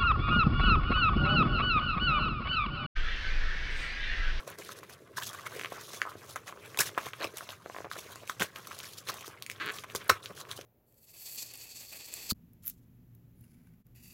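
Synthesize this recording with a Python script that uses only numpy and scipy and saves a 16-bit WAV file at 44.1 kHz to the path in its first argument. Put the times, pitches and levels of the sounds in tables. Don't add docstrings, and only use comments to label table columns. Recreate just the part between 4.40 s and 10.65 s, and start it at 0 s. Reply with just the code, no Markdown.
import sys
import numpy as np
from scipy import signal
from scipy.fft import rfft, irfft
from scipy.io import wavfile
from scipy.ndimage import uniform_filter1d

SR = 44100
rng = np.random.default_rng(int(sys.argv[2]) if len(sys.argv) > 2 else 0)


def magnitude_from_level(level_db):
    exponent = np.asarray(level_db, float) / 20
    return 10 ** exponent


def int16_out(signal):
    q = np.round(np.clip(np.atleast_2d(signal).T, -1, 1) * 32767)
    wavfile.write(sys.argv[1], SR, q.astype(np.int16))


N = 275625


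def tearing():
    # pitch in Hz, level in dB per Hz.
    fibre_colour = [(2000, -13.5), (3400, 0.5), (4800, -2.5), (6250, -1), (8700, -8.5), (10000, -5),
                    (16000, -11)]
    # pitch in Hz, level in dB per Hz.
    board_colour = [(400, -24), (750, -9.5), (1200, -2.5), (1600, -3), (3500, -15), (6000, -36.5)]
    # pitch in Hz, level in dB per Hz.
    wall_colour = [(70, -29), (250, -7.5), (420, 4), (620, -1), (1300, -56.5)]
    board_gain, fizz_gain, walls_gain = effort()
    breaks = evened(grains(per_s=14000, spread_db=4.0, clump_db=3.0))
    fresh_creases = evened(grains(per_s=6000, spread_db=1.5, clump_db=2.0))
    creases = evened(0.19 * breaks + fresh_creases)
    pushes = grains(per_s=3100, spread_db=2.5, clump_db=4.5)
    fizz = patchy(colour(breaks, fibre_colour), 2.1)
    board = patchy(colour(creases + 0.36 * box(creases), board_colour), 3.94)
    fizz = fizz_gain * patchy(fizz, 1.76, size=512, spans=(2, 8))
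    board = board_gain * patchy(board, 1.8, size=512, spans=(2, 8))
    thud = evened(colour(pushes, [(60, -17.5), (120, 5.5), (400, -23.5)]))
    thud = (0.16 * fizz_gain + 0.17 * walls_gain) * thud
    walls = walls_gain * evened(colour(pushes + 0.092 * box(pushes), wall_colour))
    return fizz + board + thud + walls


def effort():
    # time in seconds, pressure in dB.
    resting_grip = [(0.0, -53), (0.17, -63.5), (0.3, -56), (0.7, -64.5), (1.5, -57), (2.05, -60),
                    (2.52, -55.5), (2.75, -64), (3.2, -65), (5.0, -64.5), (5.9, -59.5), (6.25, -59.5)]
    grip_db = [0, -7, -0.5]
    # start in seconds, rise in ms, run in ms, fizz in dB, board in dB.
    runs = [(0.067, 7.1, 78, -53, -46), (0.432, 1.2, 12, -55, -45), (0.492, 4.1, 23, -50.5, -51),
            (0.81, 21, 31, -39, -59), (0.862, 2.1, 41, -39, -68), (0.933, 2.2, 84, -50.5, -47.5),
            (1.053, 14, 11, -46, -34), (1.322, 0.65, 32, -49.5, -43), (1.391, 15, 45, -50.5, -52),
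            (1.76, 20, 230, -57, -75), (1.884, 13, 43, -47, -52), (2.217, 47, 8.7, -58.5, -43.5),
            (2.455, 8.3, 26, -37.5, -45), (2.577, 1.1, 15, -59, -32), (2.958, 9.6, 24, -47.5, -48.5),
            (3.444, 1.6, 31, -72, -49), (4.156, 2, 34, -51, -41), (4.27, 2.5, 8.2, -45.5, -45),
            (4.428, 4.5, 93, -46.5, -70), (5.2, 10, 190, -68, -43), (5.316, 40, 73, -47, -49),
            (5.484, 25, 31, -55, -54), (5.604, 9.4, 19, -64, -44.5), (6.157, 5.4, 28, -46, -65)]
    # start in seconds, rise in ms, fall in ms, fizz in dB, board in dB.
    pulls = [(0.182, 140, 46, -48, -49), (0.353, 36, 17, -49.5, -61), (0.517, 19.3, 29, -47.5, -46.5),
             (0.762, 21, 47, -39.5, -41), (1.108, 54, 440, -48, -76), (1.683, 14.5, 47, -49.5, -53),
             (2.061, 18, 81, -46.5, -38.5), (2.39, 29.6, 19, -59, -30), (2.634, 33, 77, -44.5, -41.5),
             (2.79, 60, 33, -54, -38), (3.5, 33, 21, -48, -65), (3.566, 23, 120, -45.5, -60),
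             (3.703, 26, 23, -51, -67), (3.854, 47, 95, -47.5, -65), (3.996, 24.5, 69, -32, -34),
             (4.567, 16.5, 47, -43.5, -53), (4.668, 31, 40, -37, -38.5), (4.846, 23, 37, -44, -63),
             (5.825, 14, 170, -49.5, -53), (5.95, 62, 30, -43.5, -48.5), (6.083, 45, 25, -45, -45.5)]
    # start in seconds, fall in ms, fizz in dB, board in dB.
    seams = [(1.531, 160, -43, -44.5), (1.959, 46, -64, -36), (2.387, 145, -28, -31.5),
             (3.089, 170, -47.5, -45.5), (4.532, 41, -44, -56), (4.909, 37, -61, -54),
             (5.096, 140, -46.5, -68), (5.436, 36, -48.5, -44), (5.554, 43, -33, -45),
             (5.693, 39, -28, -33), (6.211, 20, -46, -46)]
    # start in seconds, rise in ms, fall in ms, fizz in dB, board in dB.
    strokes = [(0.177, 24, 100, -53.5, -50.5), (0.74, 52, 1100, -58, -53), (1.03, 120, 60, -58, -46.5),
               (1.299, 22, 78, -95, -46.5), (1.3, 220, 110, -48.5, -54), (2.16, 180, 78, -56.5, -54),
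               (2.559, 73, 66, -48.5, -44), (2.729, 110, 66, -51, -45), (2.88, 148, 110, -53, -51),
               (3.2, 182, 70, -54.5, -55), (3.5, 90, 20, -49, -46), (3.55, 99, 720, -57, -52.5),
               (4.13, 196, 300, -51.5, -49.5), (4.637, 57, 240, -49, -49), (4.72, 120, 280, -67, -52),
               (5.1, 220, 55, -58, -48), (5.46, 124, 210, -57.5, -52), (5.66, 87, 57, -58, -46.5),
               (6.06, 134, 32, -58, -54.5)]
    # start in seconds, length in ms, level in dB.
    jolts = [(0.065, 190, -53), (0.181, 51, -43), (0.595, 75, -53), (0.691, 83, -51), (1.12, 155, -42.5),
             (2.385, 29, -33.5), (2.64, 82, -48), (2.79, 180, -42), (2.925, 62, -47.5), (3.55, 105, -48),
             (3.651, 30, -40.5), (3.994, 99, -40.5), (4.66, 136, -48), (5.69, 67, -33.5), (5.896, 45, -45)]
    stroke_sag_db = -13.5

    s, pressure_db = np.transpose(resting_grip)
    pressure_db = np.interp(np.arange(N) / SR, s, pressure_db)
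    power = magnitude_from_level(2 * (pressure_db + np.array(grip_db)[:, None]))
    board_power, fizz_power, walls_power = power
    releases = [(start, 1.86, *rest) for start, *rest in seams]
    kinds = ((runs, -10), (pulls, -31.5), (releases, -37), (strokes, stroke_sag_db))
    for rows, sag_db in kinds:
        for start, rise_ms, fall_ms, fizz_db, board_db in rows:
            shape = swell(rise_ms, fall_ms, sag_db)
            add(board_power, start, magnitude_from_level(2 * board_db) * shape)
            add(fizz_power, start, magnitude_from_level(2 * fizz_db) * shape)
    for start, rise_ms, fall_ms, _, board_db in strokes:
        add(walls_power, start, magnitude_from_level(2 * (board_db - 15)) * swell(rise_ms, fall_ms, stroke_sag_db))
    rise_share = 0.32
    for start, ms, db in jolts:
        shape = swell(rise_share * ms, (1 - rise_share) * ms, sag_db=-41)
        add(walls_power, start, magnitude_from_level(2 * db) * shape)
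    return np.sqrt(power)


def swell(rise_ms, fall_ms, sag_db, rise_db=13.5):
    corners = np.cumsum([0, rise_ms, fall_ms, 6.0]) * SR / 1000
    level_db = np.interp(np.arange(corners[-1]), corners, [-rise_db, 0, sag_db, sag_db - 2])
    return magnitude_from_level(2 * level_db)


def grains(per_s, spread_db, clump_db):
    happens = rng.random(N) < per_s / SR
    size = np.minimum(rng.exponential(1, N), 2)
    push = rng.standard_normal(N)
    clump = uniform_filter1d(rng.standard_normal(N), size=130)
    clump = evened(uniform_filter1d(clump, size=130))
    return happens * push * magnitude_from_level(spread_db * size + clump_db * np.clip(clump, -2, 1))


def patchy(x, depth_db, size=256, spans=(7, 8)):
    z = signal.stft(x, nperseg=size)[2]
    patches = rng.standard_normal(z.shape[::-1]).T
    patches = uniform_filter1d(patches, size=spans[0], axis=0)
    patches = evened(uniform_filter1d(patches, size=spans[1], axis=1))
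    return evened(signal.istft(z * magnitude_from_level(depth_db * patches), nperseg=size)[1][:N])


def snaps():
    t = np.arange(900) / SR
    knocks, cracks = np.zeros((2, N))
    for s, knock_db, hz, crack_db, ms, sharp in folds():
        over, late = rng.random(2)
        noise = rng.standard_normal(len(t))
        cycles = t * hz
        u = t / (0.00029 * ms)
        phase = 2 * np.pi * (0.86 * cycles + 0.43 * (1 - np.exp(-cycles)) + late)
        knock = (u * np.exp(1 - u)) ** 2 * np.sin(phase)
        extra_hz = 0.59 * hz * over + 1100
        edge_cycles = cycles + extra_hz * 0.00217 * (1 - np.exp(-t / 0.0021))
        edge_fade = np.exp(-t / 0.0017) * np.minimum(t / 0.00042, 1)
        edge = np.sin(2 * np.pi * edge_cycles) * edge_fade
        add(knocks, s, magnitude_from_level(knock_db) * (knock + sharp * edge + 0.026 * ring(t, hz, 0.041)))
        crack_fade = np.minimum(u, 1) * magnitude_from_level(-60 * t / (0.0026 + 0.0028 * ms))
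        add(cracks, s, magnitude_from_level(crack_db + 2.5) * noise * crack_fade)
    bright = signal.sosfilt(signal.butter(4, 4300, "high", fs=SR, output="sos"), cracks)
    bright = colour(bright, [(5700, -1.5), (7300, -1.0), (9500, -4.0), (16000, -6.5)])
    return knocks + magnitude_from_level(-8.5) * box(knocks) + bright


def folds():
    # time in seconds, knock peak in dB,
    # knock pitch in Hz, crack peak in dB, knock length in ms.
    bursts = [(0.076, -40, 637, -34, 6.3), (0.7699, -28, 1860, -31, 10), (0.7813, -30, 1140, -41, 5.4),
              (1.064, -34, 2450, -48, 4.5), (1.6172, -11, 1780, -34, 2.16), (2.3734, -29, 2100, -22.5, 2.3),
              (2.3889, -18, 2960, -12.5, 4.6), (2.4018, -27, 1950, -13, 16),
              (2.4079, -18, 1710, -14.5, 2.1), (2.5773, -13.5, 1136, -32.5, 2.15),
              (2.8433, -21, 2860, -33, 2.6), (3.5142, -22.5, 1480, -35, 2.4),
              (3.8969, -18.5, 1430, -25, 2.6), (4.0033, -27, 580, -25, 1.14), (4.0186, -18, 1840, -40, 2.2),
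              (4.021, -12, 1600, -36, 0.88), (5.0238, -23.5, 3140, -25, 0.61),
              (5.0988, -21.5, 2250, -28, 1.7), (5.5513, -24.5, 710, -23, 0.83),
              (5.561, -51, 3650, -20, 1.6), (5.6967, -5, 1700, -12.5, 1.93),
              (5.7002, -4.5, 1430, -16, 3.36), (5.8587, -21.5, 3240, -35, 0.67),
              (6.1137, -23.5, 4000, -28, 1.5)]
    # time in seconds, peak in dB, pitch in Hz, sharp edge in dB.
    thumps = [(0.2917, -27.5, 1390, -20), (0.431, -35.5, 1240, -4), (1.3213, -29, 800, -6),
              (1.6526, -27.5, 1130, -43), (1.6625, -31, 1160, -26), (1.666, -30.5, 1190, -30),
              (1.6709, -33, 1200, -25), (1.68, -36, 1190, -25), (1.718, -33, 1300, -17),
              (1.754, -40.5, 446, 1), (2.125, -31, 1220, -10), (2.7364, -30.5, 1430, -16),
              (3.0081, -27, 1430, -13), (3.26, -33.5, 690, 1.5), (3.2982, -32, 874, -2),
              (3.3467, -33, 1020, -2), (3.364, -31, 915, 1), (3.385, -33, 825, 3), (3.4047, -34, 724, 0),
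              (3.445, -33, 820, 0), (3.452, -38, 620, 4), (3.468, -38.5, 760, -5), (3.5644, -37, 696, 2),
              (4.011, -27, 1010, -2), (4.3164, -31, 1550, -4), (5.437, -35.5, 1220, 0.5),
              (5.4429, -32, 1230, -4), (5.9126, -44, 580, 3), (6.19, -36.5, 587, -4)]
    # time in seconds, peak in dB, pitch in Hz.
    ticks = [(0.8237, -27, 3140), (0.8633, -35, 3640), (1.1956, -21, 1880), (1.2129, -21.5, 1930),
             (1.2353, -24.5, 2000), (1.247, -19, 2040), (1.2585, -20.5, 2160), (2.3456, -29.5, 1900),
             (2.734, -23, 2230), (2.811, -29, 2770), (2.823, -24, 2320), (2.8288, -25, 2700),
             (3.0906, -25, 2780), (3.1044, -27.5, 3380), (3.535, -30, 3700), (4.16, -25, 2620),
             (4.3962, -39, 3040), (4.4026, -25, 2930), (5.3863, -24.5, 2830), (5.5002, -29, 2470),
             (6.052, -36, 1730), (6.212, -32, 2590)]
    # time in seconds, knock peak in dB, knock pitch in Hz, crack peak in dB.
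    bits = [(0.186, -41, 1560, -31.5), (0.8, -34, 1800, -31), (0.8918, -40, 3600, -29),
            (0.9313, -35.5, 1340, -32), (1.9587, -26.5, 1350, -28.5), (1.9644, -31.5, 1100, -34),
            (2.5818, -48, 980, -31), (2.667, -28.5, 980, -39), (2.686, -34, 2170, -37),
            (2.847, -47, 1760, -28.5), (2.971, -36, 4050, -23.5), (2.983, -35, 3180, -24.5),
            (3.1206, -46, 2970, -36), (3.7577, -32.5, 1250, -33.5), (3.8758, -35, 2730, -34),
            (3.9974, -27, 2880, -25.5), (4.271, -41, 1540, -30), (4.389, -44, 2340, -27),
            (4.687, -26.5, 2760, -32), (4.695, -49, 2150, -43), (4.741, -45, 1560, -29),
            (4.809, -37, 2800, -35), (4.879, -38, 770, -30), (5.0637, -29.5, 2410, -30.5),
            (5.1146, -32.5, 2500, -29.5), (5.5494, -25.5, 1200, -23)]
    rows = [(s, db, hz, db - 21, 2.4, magnitude_from_level(edge_db)) for s, db, hz, edge_db in thumps]
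    others = [tuple(row) for row in bursts]
    others += [(s, db, hz, db - 18, 1000 * 2.15 / hz) for s, db, hz in ticks]
    others += [(*row, 2) for row in bits]
    rows += [(s, db, hz, crack_db, ms, (700 / hz) ** 2) for s, db, hz, crack_db, ms in others]
    return sorted(rows)


def box(x):
    # pitch in Hz, time to fall 60 dB in seconds, level in dB.
    box_modes = [(434, 0.029, 7), (620, 0.0093, 17), (1136, 0.013, 3.5), (1350, 0.0083, 0),
                 (1690, 0.0067, 1)]
    t = np.arange(4000) / SR
    ringing = sum(magnitude_from_level(db) * ring(t, hz, t60) for hz, t60, db in box_modes)
    return signal.oaconvolve(x, ringing / np.linalg.norm(ringing))[:len(x)]


def pings():
    # time in seconds, peak in dB, pitch in Hz, length in # ms.
    ping_rows = [(0.770, -38, 5470, 6.9), (0.779, -40, 5300, 9), (0.78, -28.5, 1680, 10),
                   (0.783, -35, 1013, 16), (0.823, -38, 3260, 8.1), (0.832, -42, 3320, 10),
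                   (0.823, -36.5, 1700, 13), (0.890, -39, 3380, 8.6), (1.063, -41, 2150, 11),
                   (1.068, -31, 1430, 7), (1.170, -39, 2000, 4.6), (1.2477, -32.5, 1180, 8.5),
                   (1.6166, -31, 4740, 2.4), (1.6165, -34, 6450, 2.3), (1.6736, -29, 1210, 5.8),
                   (1.687, -42, 1150, 3.6), (1.692, -33, 1270, 4.4), (4.007, -36, 290, 16),
                   (1.713, -40, 1210, 4.5), (2.346, -39, 1200, 2.6), (2.374, -32, 980, 7.6),
                   (2.373, -29, 3580, 4), (2.387, -36, 3800, 5), (2.398, -25, 1510, 11),
                   (2.804, -36, 2650, 3.3), (2.805, -33, 520, 7.2), (2.81, -37, 4130, 4),
                   (2.812, -33, 530, 6.9), (2.822, -35, 4140, 3), (2.823, -39, 690, 7),
                   (2.829, -30, 4100, 3.8), (2.831, -31, 1340, 6.8), (2.835, -32, 2300, 3.6),
                   (2.843, -30, 5230, 3.3), (2.847, -29, 2380, 2.1), (2.847, -25, 500, 4.7),
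                   (2.871, -39, 4000, 5), (2.870, -39, 2410, 7.6), (3.128, -38.5, 1200, 4.9),
                   (3.420, -39, 1500, 2.8), (3.459, -35, 910, 4), (3.514, -35, 3850, 3.7),
                   (3.576, -40, 3660, 2), (3.5875, -36.5, 2400, 4.5), (3.5875, -40, 5550, 2),
                   (3.757, -43, 4700, 4), (3.895, -29.5, 3520, 3.3),
                   (3.997, -35, 1490, 4.8), (4.003, -26, 3100, 4.3), (4.01, -27, 3520, 3.4),
                 (4.0221, -19, 1600, 4.8), (4.271, -40, 1180, 7.9), (4.311, -34.5, 1200, 7.4),
                 (4.437, -38, 1660, 3.6), (4.444, -34, 2270, 2.4), (4.455, -39, 4540, 3),
                 (4.678, -40, 2520, 3.3), (4.671, -39, 4080, 8), (4.689, -31, 1650, 2.5),
                 (4.692, -26.5, 4170, 4), (4.694, -28, 1170, 7.9), (4.718, -41, 1800, 3.3),
                 (4.718, -40, 4530, 3), (4.742, -37, 880, 4.5), (4.784, -39.5, 2600, 4),
                 (4.826, -38, 2420, 2.5), (4.843, -39.5, 1230, 10), (4.880, -40, 435, 9.7),
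                 (5.161, -42, 3520, 3), (5.368, -39, 2200, 3.4), (5.384, -43, 3350, 4.5),
                 (5.387, -42, 1200, 15), (5.617, -45, 1500, 4.5), (5.6963, -11.5, 4130, 1.46),
                 (5.699, -18, 5560, 4.5), (5.704, -32, 1270, 2.9), (5.697, -38.5, 88, 64),
                 (5.702, -33, 403, 17), (5.6955, -22.5, 580, 13), (5.6967, -14, 1360, 5.7),
                 (4.005, -34, 193, 28), (5.908, -60, 620, 9.7), (5.90, -46.5, 194, 30),
                 (2.392, -40, 139, 34), (5.829, -39, 3800, 3.4), (5.976, -37.5, 1570, 3.9),
                 (6.013, -38, 4000, 4.7), (6.175, -41, 3030, 7.8), (0.2909, -42, 1310, 4.8),
                 (0.4966, -40, 1450, 3.2), (1.5046, -42, 1140, 5.1), (1.8976, -41, 1200, 4.5),
                 (5.549, -32, 400, 22), (5.762, -41, 1260, 15), (2.577, -23, 2260, 3),
                 (2.174, -40, 1400, 2.7), (2.548, -39, 2960, 2.3)]
    out, t = np.zeros(N), np.arange(4000) / SR
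    rise_share, sag = 0.25, 0.0063
    for s, db, hz, ms in ping_rows:
        u = t / (0.00078 * rise_share * ms)
        phase = 2 * np.pi * hz * t * (1 - sag * np.tanh(u / 4))
        upper = 0.27 * np.sin(1.52 * phase) * np.exp(-t / 0.0013)
        add(out, s, magnitude_from_level(db) * ((u * np.exp(1 - u)) ** 2 * np.sin(phase) + upper))
    return out


def creak(gain_db=-4):
    # time in seconds, peak in dB.
    flap_slips = [(5.2002, -28), (5.2038, -27), (5.2075, -27), (5.2108, -26), (5.2139, -27), (5.2169, -25),
                  (5.2203, -27), (5.2233, -26), (5.2263, -28), (5.2292, -31), (5.232, -31), (5.2353, -28),
                  (5.2392, -29), (5.2447, -28), (5.2498, -28), (5.2543, -30), (5.2589, -27), (5.2643, -25),
                  (5.2708, -23), (5.278, -22), (5.2879, -21), (5.2948, -23), (5.3001, -23), (5.3042, -24)]
    s, db = np.transpose(flap_slips)
    slips, kicks = np.zeros((2, N))
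    at = np.round(s * SR).astype(int)
    slips[at] = magnitude_from_level(db + gain_db)
    kicks[at] = slips[at] * magnitude_from_level(1.9 * rng.standard_normal(len(at)))
    t = np.arange(2500) / SR
    click = 0.23 * ring(t, 1610, 0.04)
    low_ring = 0.1 * ring(t, 424, 0.06) + 0.041 * ring(t, 455, 0.049)
    scrape = colour(slips, [(700, -5.0), (1400, 13.0), (3000, 8.5), (4500, 2.5),
                            (5200, -12), (6600, -10), (10500, -31)])
    ringing = signal.oaconvolve(kicks, click)[:N] + signal.oaconvolve(slips, low_ring)[:N]
    return ringing + 3.8 * disperse(scrape, 1.31)


def disperse(x, lag_ms):
    khz = np.fft.rfftfreq(N, 1000 / SR)
    return irfft(rfft(x) * np.exp(-2j * np.pi * lag_ms * (2 * np.sqrt(khz) - khz / 2)), N)


def sparks(low_hz=7500, t60=0.0097):
    # time in seconds, peak in dB.
    film_ticks = [(0.102, -37), (0.2488, -40), (1.4127, -39), (3.5808, -42), (3.7214, -41), (4.1853, -40),
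                  (4.5815, -40), (5.261, -35), (5.318, -41), (5.3224, -39), (5.6441, -45), (5.6802, -36)]
    out, t = np.zeros(N), np.arange(600) / SR
    for s, db in film_ticks:
        add(out, s, magnitude_from_level(db - 60 * t / t60) * rng.standard_normal(len(t)))
    return signal.sosfilt(signal.butter(4, low_hz, "high", fs=SR, output="sos"), out)


def room(x, t60=0.11):
    taps = np.zeros(12000)
    at = np.arange(120, 11980, 20) + rng.integers(0, 20, 593)
    taps[at] = rng.choice([-1., 1.], len(at)) * magnitude_from_level(-60 * at / SR / t60)
    taps = colour(taps, [(1500, -3.0), (16000, -1.5)])
    return signal.oaconvolve(x, taps / np.linalg.norm(taps))[:N]


def room_hum():
    # pitch in Hz, level in dB per Hz.
    hum_colour = [(70, -13.5), (105, -2), (140, -8), (200, -13.5), (1000, -32.5), (16000, -56)]
    return magnitude_from_level(-60.5) * evened(colour(rng.standard_normal(N), hum_colour, size=4096))


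def evened(x):
    return x / np.sqrt(np.mean(x ** 2) + 1e-20)


def add(mix, s, sound):
    part = mix[round(s * SR):][:len(sound)]
    part += sound[:len(part)]


def colour(x, points, size=2048):
    f, db = np.transpose(points)
    hz = abs(np.fft.fftfreq(2 * size, 1 / SR))
    gain_db = np.interp(np.log(hz + 1), np.log(f + 1), np.maximum(db, -100))
    log_gain = np.log(magnitude_from_level(gain_db))
    taps = np.fft.ifft(np.exp(np.conj(signal.hilbert(log_gain)))).real[:size]
    return signal.oaconvolve(x, taps)[:len(x)]


def ring(t, hz, t60):
    return np.sin(2 * np.pi * hz * t) * magnitude_from_level(-60 * t / t60)


def scene():
    sharp = snaps() + pings()
    flap = creak()
    reflections = magnitude_from_level(-7.5) * room(sharp + 0.94 * flap)
    mix = sharp + flap + reflections + tearing() + room_hum() + sparks()
    return mix[None]


def low_pass(x):
    return signal.sosfilt(signal.butter(12, 17150, fs=SR, output="sos"), x)


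def record(dry):
    edges_hz = [15850, 16700]
    x = signal.sosfilt(signal.butter(4, 72, "high", fs=SR, output="sos"), dry)
    low, top = (signal.firwin(511, hz, window=("kaiser", 9), fs=SR) for hz in edges_hz)
    taps = low + magnitude_from_level(-14) * (top - low)
    finished = signal.oaconvolve(x, taps[None], "same")
    return low_pass(finished)


dry = scene()
out = record(dry)
int16_out(out)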